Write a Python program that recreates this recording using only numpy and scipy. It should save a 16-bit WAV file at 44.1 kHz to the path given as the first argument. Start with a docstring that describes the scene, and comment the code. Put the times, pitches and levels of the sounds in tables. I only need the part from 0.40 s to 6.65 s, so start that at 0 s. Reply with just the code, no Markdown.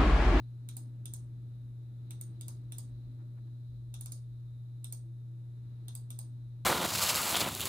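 """On a desk in a small quiet room, right of a phone, a mouse button is pressed and let go ten times.
Each click is a chatter of switch contacts that rings banks of decaying modes, with cracks of noise on top.
Flat faces return duller copies and a noise-built room tail follows. Beneath lie soft desk slides,
a sine mains hum, fan noise with resonances, building rumble and a hiss with a dark top."""
import sys
import numpy as np
from scipy import signal
from scipy.fft import rfft, irfft
from scipy.io import wavfile
from scipy.ndimage import uniform_filter1d

SR = 44100
rng = np.random.default_rng(int(sys.argv[2]) if len(sys.argv) > 2 else 0)


def transcribe(u):
    """Save the signal u as a 16-bit wav file named by the first command-line argument.

    u: samples, shape (n,) or (channels, n), limited to [-1, 1]; the rate is SR.
    q: integer samples, one column per channel.
    """
    v = np.clip(np.atleast_2d(u).T, -1, 1)
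    q = np.round(v * 32767).astype(np.int16)
    wavfile.write(sys.argv[1], SR, q)


N = 275625


def undb(db):
    """dB to amplitude gain."""
    return 10 ** (np.asarray(db) / 20)


def along(table, hz, order=1):
    """A table column read on a log-frequency axis."""
    rows = np.array(table, float)
    return np.interp(np.log(hz + 1), np.log(rows[:, 0]), rows[:, order])


def shape(x, gain):
    """Filter by a function of frequency, in the spectrum."""
    size = x.shape[-1]
    return irfft(rfft(x) * gain(np.arange(size // 2 + 1) * SR / size), size)


def band(hz, width_hz):
    """Response of one resonance, scaled so noise of unit power per Hz comes out with unit power."""
    return lambda f: np.sqrt(2 / np.pi / width_hz) / (1 + 2j * (f - hz) / width_hz)


def walk(rate, size=N):
    """Random levels held 1 / rate s and smoothed twice into slopes; spread near 1."""
    hold = int(SR / rate)
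    steps = np.repeat(rng.standard_normal(size // hold + 1), hold)
    return 1.3 * uniform_filter1d(uniform_filter1d(steps, hold), hold)[:size]


# Each row: press start in seconds, switch level over the usual in dB, spring ring level in dB,
# shell level over the usual in dB, top modes over the usual in dB.
PRESSES = [(0.2877, 1, -35, 0, 0), (0.6556, 2, -31.5, 0.5, 0), (1.7069, -1, -33.5, 1, 1),
           (2.0103, -1, -34.5, -2, 2.5), (2.321, -1, -33, 0.4, 0.5), (3.5405, 0, -39, -0.2, -2),
           (3.6588, 1, -34, -6, 5), (4.4435, -0.5, -32.5, -1.5, 2.5), (5.482, 1, -38, -2.5, -0.5),
           (5.7038, 0.5, -32.5, -3, 2.5)]
# Each row: the same columns for letting go, then the chatter length in ms.
RELEASES = [(0.367, 0.8, -28.5, 0.1, 0.1, 2), (0.7363, 3, -29, 0.1, 0.1, 1.18),
            (1.8114, -2, -32, 0.1, 0.1, 0.54), (2.0816, 1, -38, 0.1, 0.1, 1.56),
            (2.383, 0.5, -30.5, 0.1, 0.1, 1.65), (3.6094, 0.8, -36, 0.1, 0.1, 1.9),
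            (3.7199, 2.3, -30.5, 0.11, 0.1, 1.59), (4.524, 1.5, -31.5, 0.1, 0.1, 1.8),
            (5.5514, 0, -36.5, 0.1, 0.1, 1.47), (5.789, 0.7, -29, 0.1, 0.1, 1.2)]
PRESS_CHATTER_MS = 0.771
PATH_LAG = 5  # samples the click needs more to the left port


def mouse():
    """Lays every press and release at its time on two ports; also gives the pulse each sends into the room."""
    out, pulses = np.zeros((2, N + 4096)), []
    presses = [(*row, PRESS_CHATTER_MS) for row in PRESSES]
    for way, table in enumerate((presses, RELEASES)):
        for start_s, *levels in table:
            sound = click(way, *levels)
            i, length = int(start_s * SR), sound.shape[1]
            out[0, i + PATH_LAG:i + PATH_LAG + length] += sound[0]
            out[1, i:i + length] += sound[1]
            pulses.append((i, blurred(sound)))
    return out[:, :N], pulses


# Contacts of one snap, evenly spread over the chatter. 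Each row: level on press in dB, on release in dB.
CONTACTS_DB = [(-4, -1), (-0.5, -3), (0.1, -1.5), (-5, 1)]
# Modes of the mouse, by part: low knock, plastic shell, button, switch spring, switch leaf, top treble.
# Each row: centre in Hz, t60 in ms, relative level on press in dB, on release in dB,
# right port over left in dB.
KNOCK_MODES = [(800, 13.2, -0.5, 1.5, 6), (1297, 11.5, 4, -2, 0.29), (1490, 9, -7, -0.5, 0.1),
               (1964, 6.4, -22, -6, 0.5), (2320, 13, -8, -12, 1.5)]
SHELL_MODES = [(2230, 8.4, -15.5, -7.5, -2), (2790, 8.9, -10, -10, -4), (3528, 17.7, -2.5, -5.5, 4),
               (3670, 10, 0, -5, 2), (3970, 12, -6, -2, -4)]
BUTTON_MODES = [(4405, 7.4, -4, 0, 1), (4810, 7.3, -10.5, -3, 5), (5100, 7.2, -11.5, -6, 0),
                (5410, 7.8, -8, -6, 3), (5980, 7, -1.5, -5.5, 8), (6500, 9.6, -4.5, 0.5, 1.5),
                (7230, 13, -8.5, -3.5, 3)]
SPRING_MODES = [(8650, 6.4, 1.8, 2.8, 7.1)]
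LEAF_MODES = [(9260, 6.2, -1.5, -3, 9.2)]
TOP_MODES = [(10800, 7, -1.5, -4.5, 0.026), (13130, 10, -17.5, -12, 0.0011),
             (13300, 5.5, -0.5, -8.5, 0.012), (13870, 3.4, -10, 4, 0.0071), (14860, 5.2, 0, 2, 0.015),
             (15240, 5.9, -19, -8, 0.014)]
# usual level of each part: (press dB, release dB)
KNOCK_DB, SHELL_DB, BUTTON_DB = (-58.5, -63.5), (-45.5, -55), (-47, -49.5)
LEAF_DB, TOP_DB = (-37.5, -34.5), (-37, -29.5)
# each later contact excites the crack and top modes this much less: (press, release)
SOFTER_DB = (-1.5, -3)


def click(way, switch_db, spring_db, shell_db, top_db, chatter_ms):
    """One snap (way 0 press, 1 release): chattering contacts strike the modes and crack."""
    t = np.arange(2048) / SR
    gains = undb(np.array(CONTACTS_DB)[:, way])
    delays_ms = np.linspace(0, chatter_ms, len(gains))
    contacts = [(np.maximum(t - ms / 1000, 0), gain) for ms, gain in zip(delays_ms, gains)]
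    sharp = [(late, gain * undb(SOFTER_DB[way] * k)) for k, (late, gain) in enumerate(contacts)]

    sound = undb(TOP_DB[way] + switch_db) * sum(gain * crack(late) for late, gain in sharp)
    sound = sound + undb(TOP_DB[way] + top_db) * ring(TOP_MODES, way, sharp)
    parts = (
        (SPRING_MODES, spring_db),
        (KNOCK_MODES, KNOCK_DB[way] + switch_db),
        (SHELL_MODES, SHELL_DB[way] + shell_db),
        (BUTTON_MODES, BUTTON_DB[way] + switch_db),
        (LEAF_MODES, LEAF_DB[way] + switch_db),
    )
    for modes, part_db in parts:
        sound = sound + undb(part_db) * ring(modes, way, contacts)
    return sound


def ring(modes, way, contacts):
    """Contacts excite decaying sines; each mode keeps its energy however the phases meet. Rows: left, right."""
    hz, t60_ms, db, right_db = (np.array(modes)[:, [k]] for k in (0, 1, 2 + way, 4))
    chance = rng.standard_normal((len(modes), 2 + len(contacts)))
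    hz = hz * (1 + 0.0063 * chance[:, :1])
    hits = []
    for k, (late, gain) in enumerate(contacts):
        phase = chance[:, [2 + k]]
        hits.append(gain * swell(late, t60_ms) * np.sin(2 * np.pi * hz * late + phase))
    wave = sum(hits)
    energy = sum(np.sum(hit ** 2, 1) for hit in hits)
    wave = wave * np.sqrt(energy / np.sum(wave ** 2, 1))[:, None]
    wave = wave * undb(db + 1.5 * chance[:, 1:2])
    left = np.sum(wave * undb(-right_db / 2), 0)
    right = np.sum(wave * undb(right_db / 2), 0)
    return np.array([left, right])


RISE_MS = 0.53  # time constant of the push


def swell(t, t60_ms):
    """The contact pushes for a moment, then the vibration dies exponentially."""
    push = (1 - np.exp(-t * 1000 / RISE_MS)) ** 2
    return push * np.exp(-np.log(1000) * t * 1000 / t60_ms)


# Colour of the snap noise. Each row: frequency in Hz, relative level in dB.
CRACK_COLOUR = [(300, -21), (700, 1), (1500, -7), (2500, -22), (5000, -20), (8000, 4.5), (12000, 6.5),
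                (16000, -23)]
CRACK_DB, CRACK_T60_MS = -5, 8


def crack(t):
    """The broad snap of metal on metal: coloured noise under the contact's envelope."""
    noise = shape(rng.standard_normal(len(t)), lambda f: undb(CRACK_DB + along(CRACK_COLOUR, f)))
    return swell(t, CRACK_T60_MS) * noise


# Hard flat faces that return the click. Each row: delay in ms, left level in dB, right level in dB.
MIRRORS = [(4.6, -18, -19), (8.85, -11, -12), (12.5, -17, -19), (24.3, -19, -17)]
MIRROR_HZ = 9300  # the copies lose the treble above this


def mirrored(x):
    """The click and its delayed, duller copies from flat faces nearby."""
    dull = shape(x, lambda f: 1 / np.sqrt(1 + (f / MIRROR_HZ) ** 8))
    out = x
    for ms, left_db, right_db in MIRRORS:
        out = out + np.roll(dull, int(ms * SR / 1000), axis=1) * undb([[left_db], [right_db]])
    return out


BLUR_HZ = 240  # the room hears the mouse from all sides, so its peaks and dips even out over this width


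def blurred(sound):
    """A short pulse with the energy of the click and its colour evened out."""
    power = np.mean(np.abs(rfft(sound)) ** 2, 0)
    bins = int(BLUR_HZ * sound.shape[1] / SR)
    even = uniform_filter1d(uniform_filter1d(power, bins), bins)
    return np.roll(irfft(np.sqrt(even + 1e-18)), 64)  # moved on so the pulse is whole


ROOM_SHARED = 0.4  # part of the tail's power that stays the same as hand and mouse move between clicks


def room(pulses):
    """Each click is convolved with a room answer that is partly the same, partly new."""
    out, shared = np.zeros((2, N + SR)), returns()
    for i, pulse in pulses:
        answer = np.sqrt(ROOM_SHARED) * shared + np.sqrt(1 - ROOM_SHARED) * returns()
        tail = signal.fftconvolve(pulse[None], answer, axes=1)
        out[:, i:i + tail.shape[1]] += tail
    return out[:, :N]


# Diffuse tail. Each row: frequency in Hz, level in dB before the common trim, t60 in seconds,
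# right port over left in dB, first returns over the tail in dB.
ROOM_TAIL = [(523, -11, 0.26, -1.5, 0.5), (1510, -20, 0.31, 0.5, -4.5), (2580, -13, 0.16, 0, 8),
             (3570, -21.5, 0.25, -1, 3), (4350, -14.5, 0.31, -2, 3), (5840, -14.5, 0.2, 0, 4),
             (7480, -14, 0.24, 1.5, 3), (8570, -30.5, 0.22, 5, -3), (10900, -18.5, 0.21, -0.5, 2.5),
             (13600, -27.5, 0.17, 1, 3), (16300, -37, 0.13, 0, 5)]
TRIM_DB = -12
EARLY_T60_S, BUILD_S = 0.045, 0.003  # the first returns from desk and hand
GRAIN_DB, GRAIN_PER_S = 2.8, 600  # the tail arrives in uneven clumps of reflections


def returns():
    """One room answer: quick first returns, then a dense tail fading band by band; each port hears its own."""
    t = np.arange(int(.3 * SR)) / SR
    build = 1 - np.exp(-(t / BUILD_S) ** 2)
    response = 0
    for hz in 500 * 2 ** np.arange(0, 5.1, 1 / 3):  # third-octave steps
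        noise = rng.standard_normal((2, len(t)))
        third = shape(noise, lambda f: np.cos(np.pi / 2 * np.clip(3 * np.log2((f + 1) / hz), -1, 1)))
        late = undb(-60 * t / along(ROOM_TAIL, hz, order=2))
        early = undb(along(ROOM_TAIL, hz, order=4) - 60 * t / EARLY_T60_S)
        level_db = along(ROOM_TAIL, hz) + TRIM_DB + along(ROOM_TAIL, hz, order=3) * np.array([[0], [1]])
        grain_db = GRAIN_DB * walk(GRAIN_PER_S, size=len(t))
        response = response + third * build * np.hypot(late, early) * undb(level_db + grain_db)
    return response


# Likeness of the ports. Each row: frequency in Hz, correlation from 0 to 1.
ALIKE = [(60, 0.91), (300, 1), (640, 0.87), (1400, 0.11), (4000, 0.086), (16000, 0.13)]


def pair():
    """Noise of unit power per Hz at two ports, alike in the bass, mixed from a mid and a side."""
    mid, side = rng.standard_normal((2, N)) * np.sqrt(SR / 2)
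    mid = shape(mid, lambda f: np.sqrt(1 + np.clip(along(ALIKE, f), 0, 1)))
    side = shape(side, lambda f: np.sqrt(1 - np.clip(along(ALIKE, f), 0, 1)))
    return np.array([mid + side, mid - side]) / np.sqrt(2)


# Soft slides of the mouse over the desk. Each row: start in seconds, length in seconds,
# level of the push at its height in dB.
SLIDES = [(1.05, 0.2, -89), (2.55, 0.69, -85), (5.15, 0.21, -84), (6.0, 0.2, -95)]
SLIDE_HZ, SLIDE_WIDTH_HZ, SLIDE_ROUGH_DB = 1200, 1200, 7.5


def slides():
    """A faint scuff: band noise that swells and fades, with a rough, uneven level."""
    t = np.arange(N) / SR
    push = sum(undb(db) * np.sin(np.pi * np.clip((t - s) / length, 0, 1)) for s, length, db in SLIDES)
    scuff = shape(pair(), lambda f: band(SLIDE_HZ, SLIDE_WIDTH_HZ)(f) / (1 + (f / 2500) ** 4))
    return scuff * push * undb(SLIDE_ROUGH_DB * walk(60))


HUM_HZ, HUM_DB, HUM_LEFT_DB = 119.97, -43.5, 1.03  # the last is left over right


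def hum():
    """Twice the mains frequency from a transformer: a sine, all but steady in phase and level."""
    phase = 2 * np.pi * HUM_HZ * np.arange(N) / SR + 0.012 * walk(1.6)
    sides_db = np.array([[HUM_LEFT_DB], [-HUM_LEFT_DB]]) / 2
    return np.sqrt(2) * np.sin(phase) * undb(HUM_DB + 0.01 * walk(2.4) + sides_db)


# Broad air noise. Each row: frequency in Hz, density in dB per Hz before swell, drift and balance.
FAN_AIR = [(60, -112), (100, -77.5), (160, -86.5), (300, -92.5), (400, -97.5), (480, -106), (900, -111),
           (1400, -113), (2500, -120), (4500, -125), (7000, -140)]
# Resonances in the fan noise. Each row: centre in Hz, width in Hz,
# rms level in dB before waver, flicker, drift and balance.
WHIRR = [(208.7, 3.4, -81), (255.5, 9, -72), (330.5, 10, -74.5), (536, 17, -87.5), (600.5, 24, -84.5),
         (1269, 72, -94), (908, 10, -95), (3500, 26, -99), (3692, 33, -90.5), (3883, 88, -88),
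         (3940, 280, -85), (11800, 300, -101)]
# Drift of the low band. Each row: time in seconds, level in dB, of which only the change about the mean counts.
FAN_LOW = [(0.0, -69), (0.47, -65), (0.76, -66), (1.4, -67), (2.1, -64.5), (2.6, -66), (3.16, -66),
           (3.52, -65), (3.92, -67), (6.2, -67.5)]
# Balance of the ports. Each row: frequency in Hz, left over right in dB.
FAN_LEFT = [(60, .5), (400, 0), (1300, 2.5), (4400, 1.5), (7000, 0)]
FAN_SWELL_DB, WHIRR_FLICKER_DB, WHIRR_WAVER_DB = 1.4, 2, 1.9


def fan():
    """Air noise that swells slowly, with resonances that flicker alone; the low band drifts in level."""
    out = shape(pair(), lambda f: undb(along(FAN_AIR, f))) * undb(FAN_SWELL_DB * walk(2.5))
    for hz, width_hz, db in WHIRR:
        level_db = db + WHIRR_WAVER_DB * walk(2) + WHIRR_FLICKER_DB * walk(9)
        out = out + shape(pair(), band(hz, width_hz)) * undb(level_db)
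    low = shape(out, lambda f: 1 / (1 + (f / 480) ** 4))
    low_db = np.interp(np.arange(N) / SR, *np.transpose(FAN_LOW))
    out = out + low * (undb(low_db - np.mean(low_db)) - 1)
    return shape(out, lambda f: undb(np.array([[1], [-1]]) * along(FAN_LEFT, f) / 2))


# Building rumble. Each row: time in seconds, level in dB before the waver.
RUMBLE = [(0.0, -69), (0.05, -66), (0.28, -76), (0.31, -66), (0.66, -70), (0.7, -59), (1.04, -67.5),
          (2.49, -63), (2.54, -54), (2.63, -67), (2.68, -53), (2.79, -75), (3.03, -64), (3.25, -67),
          (3.29, -58.5), (4.42, -69), (4.63, -67), (5.15, -74), (5.19, -62), (5.33, -67), (6.16, -69),
          (6.25, -66)]
RUMBLE_WAVER_DB = 1.5


def rumble():
    """Low swells carried by the building: bass noise on a level curve, wavering quickly on its way."""
    low = shape(pair(), lambda f: band(52, 40)(f) * f ** 2 / (f ** 2 + 45 ** 2) / (1 + (f / 95) ** 4))
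    level_db = np.interp(np.arange(N) / SR, *np.transpose(RUMBLE)) + RUMBLE_WAVER_DB * walk(6.8)
    return low / np.sqrt(np.mean(low ** 2)) * undb(level_db)


def scene():
    """Clicks with their room over slides, hum, fan and rumble."""
    direct, pulses = mouse()
    return mirrored(direct) + room(pulses) + slides() + hum() + fan() + rumble()


# Hiss, falling away steeply above 14.5 kHz. Each row: frequency in Hz, density in dB per Hz.
HISS = [(2500, -135), (5000, -123.5), (7200, -124.2), (8000, -123), (11500, -122.5), (14300, -125),
        (14800, -136), (15900, -150)]
ONE_PORT_HZ = (6330, 10800)  # over this range the right channel turns into a copy of the left port
CHANNEL_LAG, TOP_HZ = 13, 16350  # left delay in samples, top cutoff


def record(dry):
    """Adds hiss with a dark top, takes both channels' treble from one port, delays the left, cuts the top."""
    def share(f):
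        return np.interp(f, ONE_PORT_HZ, (0, 1))

    dry = dry + shape(pair(), lambda f: undb(along(HISS, f)))
    right = shape(dry[1], lambda f: np.sqrt(1 - share(f) ** 2)) + shape(dry[0], share)
    out = np.array([np.roll(dry[0], CHANNEL_LAG), right])
    return signal.sosfilt(signal.ellip(10, .2, 80, TOP_HZ, fs=SR, output="sos"), out)


dry = scene()
out = record(dry)
transcribe(out)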